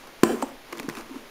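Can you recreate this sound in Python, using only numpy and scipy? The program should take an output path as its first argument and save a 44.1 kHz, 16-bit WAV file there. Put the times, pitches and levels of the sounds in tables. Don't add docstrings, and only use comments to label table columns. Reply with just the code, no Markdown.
import sys
import numpy as np
from scipy import signal
from scipy.io import wavfile

SR = 44100
rng = np.random.default_rng(int(sys.argv[2]) if len(sys.argv) > 2 else 0)


def digitize_waveform(pressure):
    field = np.atleast_2d(pressure).T
    bounded = np.clip(field, -1, 1)
    quanta = np.round(bounded * 32767).astype(np.int16)
    wavfile.write(sys.argv[1], SR, quanta)


N = 57330

# pitch in Hz, level in dB, t60 in seconds.
SHELL_MODES = [(126.4, -28, 0.6), (225.8, -8, 0.37), (249, -31, 0.21), (340, -3, 0.27), (428.3, -17.5, 0.5),
               (479, -19, 0.18), (609.8, -20, 0.44), (717, -28, 0.08), (999, -17.5, 0.29),
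               (1466, -26, 0.44), (1778, -33, 0.19)]
# pitch in Hz, level in dB, t60 in seconds.
LEVER_MODES = [(448, 3.5, 0.0078), (625, -15, 0.012), (1027, -3, 0.011), (1194, -2, 0.012),
               (1460, -7, 0.012), (1715, -8, 0.01), (2330, -40, 0.0079)]


def amp(db):
    return 10 ** (np.asarray(db) / 20)


def evened(x):
    return x / np.sqrt(np.mean(x ** 2) + 1e-20)


def read(points, hz):
    f, value = np.transpose(points)
    return np.interp(np.log(hz + 1), np.log(f + 1), value)


def add(mix, s, sound):
    part = mix[max(round(s * SR), 0):][:len(sound)]
    part += sound[:len(part)]


def colour(x, points, size=4096):
    hz = abs(np.fft.fftfreq(size, 1 / SR))
    log_gain = np.log(amp(read(points, hz)))
    spectrum = np.exp(np.conj(signal.hilbert(log_gain)))
    taps = np.fft.ifft(spectrum).real[:size // 2]
    return signal.fftconvolve(x, taps / np.linalg.norm(taps))[:len(x)]


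def hiss():
    # frequency in Hz, relative density in dB per Hz.
    hiss_colour = [(20, 12.5), (45, -6.5), (150, -3), (260, 1.5), (500, 2.5), (1100, -5), (2000, -3),
                   (4000, -8.5), (6500, -14.5), (7900, -21.5), (10500, -16.5), (15000, -20.5)]
    level_db = -48
    return amp(level_db) * evened(colour(rng.standard_normal(N), hiss_colour))


def rubbing():
    # time in seconds, level in dB.
    slides = [(0, -47.5), (0.098, -51.5), (.16, -58), (.22, -49.5), (.4, -41.5), (.5, -46), (0.523, -91),
              (.69, -48.5), (.78, -46.5), (.87, -49), (.915, -43.5), (.945, -45.5), (.98, -39),
              (1.011, -41.5), (1.035, -50.5), (1.12, -50), (1.165, -45.5), (1.21, -51), (1.3, -54.5)]
    # frequency in Hz, relative level in dB.
    rub_colour = [(60, -12), (160, -11.5), (280, 13.5), (600, 2), (1100, 9), (1800, -3), (2500, -2.5),
                  (4000, -13.5), (6300, -8.5), (8000, -11.5), (10000, -14.5), (15000, -19)]
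    grains_per_s, spread_db = 3000, 2
    size_db = spread_db * np.minimum(rng.exponential(1, N), 4)
    sizes = amp(size_db) * rng.choice([-1, 1], N)
    grains = sizes * (rng.random(N) < grains_per_s / SR)
    level_db = np.interp(np.arange(N) / SR, *np.transpose(slides))
    return evened(colour(grains, rub_colour)) * amp(level_db)


def contact(points, decay_s):
    grit, grit_hz, rise_s = 0.74, 1330, 0.00043
    t = np.arange(SR // 20) / SR
    trail = rng.standard_normal(len(t)) * np.exp(-t / decay_s) * np.minimum(t / rise_s, 1)
    trail = signal.sosfilt(signal.butter(2, grit_hz, "high", fs=SR, output="sos"), trail)
    push = np.sqrt(grit) * trail / np.linalg.norm(trail)
    push[0] += np.sqrt(1 - grit)
    return colour(push, points)


def ring(modes):
    t = np.arange(SR // 2) / SR
    out = np.zeros(len(t))
    for hz, db, t60 in modes:
        decay = np.exp(-np.log(1000) * t / t60)
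        out += amp(db) * decay * np.sin(2 * np.pi * hz * t)
    return out


def flex(hz, swell_s, steep):
    t = np.arange(SR // 8) / SR
    swell = (t / swell_s * np.exp(1 - t / swell_s)) ** steep
    return swell * np.sin(2 * np.pi * hz * t)


def lever_and_shell(lever_db, shell_db):
    return amp(lever_db) * ring(LEVER_MODES) - amp(shell_db) * ring(SHELL_MODES)


def handling():
    # start in seconds, tick level in dB, lever clack in dB,
    # shell ring in dB, ping pitch in Hz, ping level in dB.
    ticks = [(0.0720, -25.5, -76, -56, 2460, -50), (0.4197, -16.5, -34, -60, 1500, -46),
             (0.726, -12.5, -30, -38, 2100, -36), (0.7288, -16.5, -35.5, -35, 2000, -23.5),
             (0.7305, -25, -33, -38.5, 1100, -26), (0.7550, -29, -39, -44, 1300, -48),
             (0.7732, -17.5, -37, -52, 1680, -37), (0.7820, -16, -51, -38.5, 1260, -51),
             (0.7915, -20, -43, -54, 3300, -29.5), (0.7981, -9.5, -31, -36, 2420, -27),
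             (0.7998, -15.5, -37, -50, 870, -25), (0.8302, -18.5, -39, -37.5, 2300, -45),
             (0.8893, -9, -30, -34, 1510, -23), (0.8978, -12, -29.5, -49, 2020, -24),
             (0.952, -17, -36.5, -45, 1930, -32), (0.97, -18, -35, -52, 3720, -36.5),
             (0.973, -20, -37.5, -42, 1180, -27.5), (0.985, -18, -54, -49, 1060, -51),
             (1.0090, -19.5, -55, -48, 1080, -45), (1.1580, -28, -43, -39.5, 1220, -35)]
    # start in seconds, level in dB, pitch in Hz,
    # swell time in seconds.
    bumps = [(0.2890, -27.5, 760, 0.0077), (0.299, -25, 483, 0.0083), (0.3300, -24, 413, 0.0085),
             (0.3420, -24, 244, 0.0079), (0.4271, -22, 267.4, 0.0085), (0.4340, -29, 840, 0.0049),
             (0.4370, -30, 557, 0.0042), (0.7280, -32.5, 342, 0.006), (0.8000, -30, 271, 0.0055),
             (0.8380, -32.5, 280, 0.011), (0.8838, -18, 280, 0.0021), (0.8862, -37, 147, 0.012),
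             (0.9720, -34.5, 260, 0.006), (1.0920, -43.5, 345, 0.0094), (1.1050, -32, 269, 0.011),
             (1.141, -36, 378, .005), (1.154, -30, 268, .009)]
    # frequency in Hz, relative level in dB.
    tick_colour = [(40, -52), (150, -48), (600, -3.5), (1500, 7.5), (2200, 9.5), (3100, -1.5), (4200, 1),
                   (6300, -0.5), (7900, -5.5), (9800, -5), (15000, -10)]
    tick_decay_s, ping_t60_s = 0.0023, 0.0096
    out = np.zeros(N)
    for s, tick_db, lever_db, shell_db, ping_hz, ping_db in ticks:
        add(out, s, amp(tick_db) * contact(tick_colour, tick_decay_s))
        add(out, s, lever_and_shell(lever_db, shell_db))
        add(out, s, ring([(ping_hz, ping_db, ping_t60_s)]))
    for s, db, hz, swell_s in bumps:
        add(out, s, amp(db) * flex(hz, swell_s, steep=2.27))
    return out


def latches():
    # time in seconds, crack level in dB, lever clack in dB,
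    # wall swing in dB, swing pitch in Hz, swell time in seconds, shell ring in dB.
    blows = [(0.2341, 6.5, -8.5, -1.5, 294, 0.0024, -17), (0.2366, -3, -25.5, -14.5, 1058, 0.0025, -36),
             (0.2374, -0.5, -27.5, -23, 745, 0.0044, -27), (0.4243, -10.5, -43, -21.5, 561, 0.0035, -50),
             (0.4247, -11, -29, -20.5, 1138, 0.0019, -49), (0.4270, -37, -40, -21.5, 872, 0.0038, -55),
             (0.4278, -15, -28, -29, 700, 0.0028, -41)]
    # frequency in Hz, relative level in dB.
    crack_colour = [(40, -44), (150, -33), (600, 16), (1700, 6), (2800, 3.5), (4500, 0.5), (6000, -1.5),
                    (8000, 4), (11000, -8.5), (15000, -5)]
    # pitch in Hz, relative level in dB.
    high_ring_modes = [(7006, -9), (7669, 0), (8331, 0), (8850, -8)]
    # start in seconds, level in dB, t60 in seconds.
    high_ring_hits = [(0.2350, -40.5, 0.27), (0.4257, -34.5, 0.054)]
    crack_decay_s, flex_lead_s = 0.0013, 0.001567
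    out = np.zeros(N)
    for s, crack_db, lever_db, flex_db, flex_hz, swell_s, shell_db in blows:
        add(out, s, amp(crack_db) * contact(crack_colour, crack_decay_s))
        add(out, s - flex_lead_s, amp(flex_db) * flex(flex_hz, swell_s, steep=2.4))
        add(out, s, lever_and_shell(lever_db, shell_db))
    for s, db, t60 in high_ring_hits:
        modes = [(hz, mode_db, t60) for hz, mode_db in high_ring_modes]
        add(out, s, amp(db) * ring(modes))
    return out


def radiate(x):
    bass_hz = 108
    return signal.sosfilt(signal.butter(3, bass_hz, "high", fs=SR, output="sos"), x)


def room(x):
    # frequency in Hz, relative level in dB.
    room_colour = [(50, -10), (85, 11), (120, -3), (165, -5.5), (235, 1), (330, -4.5), (480, 4.5),
                   (750, 2.5), (1100, -1.5), (1700, 1.5), (4000, -1.5), (8000, 1), (15000, 1)]
    # frequency in Hz, t60 in seconds.
    room_t60 = [(100, 0.14), (300, 0.42), (1000, 0.29), (4000, 0.15), (12000, 0.35)]
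    level_db, hold_s, sag_db_per_s, rise_s = -6.5, 0.09, 34, 0.002
    hz, t, bands = signal.stft(rng.standard_normal(SR * 3 // 4), SR, nperseg=256)
    sag_db = sag_db_per_s * np.minimum(t, hold_s)
    fall_db = sag_db + 60 * np.maximum(t - hold_s, 0) / read(room_t60, hz)[:, None]
    tail = signal.istft(bands * amp(-fall_db), SR)[1]
    tail *= np.minimum(np.arange(len(tail)) / SR / rise_s, 1) ** 2
    tail = colour(tail, room_colour)
    return amp(level_db) * signal.fftconvolve(x, tail / np.linalg.norm(tail))[:N]


def scene():
    later_from_s, later_send_db = 0.4, -7.5
    handling_send_db = -8.5
    snaps, small = radiate(latches()), radiate(handling())
    later_send = amp(later_send_db * (np.arange(N) / SR > later_from_s))
    reflections = room(later_send * snaps + amp(handling_send_db) * small)
    return (snaps + small + reflections + rubbing() + hiss())[None]


def record(dry):
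    dip_hz, dip_width_hz, edge_hz = 8030, 580, 15650
    dipped = signal.lfilter(*signal.iirnotch(dip_hz, dip_hz / dip_width_hz, SR), dry)
    clipped = np.clip(dipped, -1, 1)
    band_limit = signal.firwin(511, edge_hz, window=("kaiser", 8), fs=SR)
    return signal.oaconvolve(clipped, band_limit[None], "same")


dry = scene()
out = record(dry)
digitize_waveform(out)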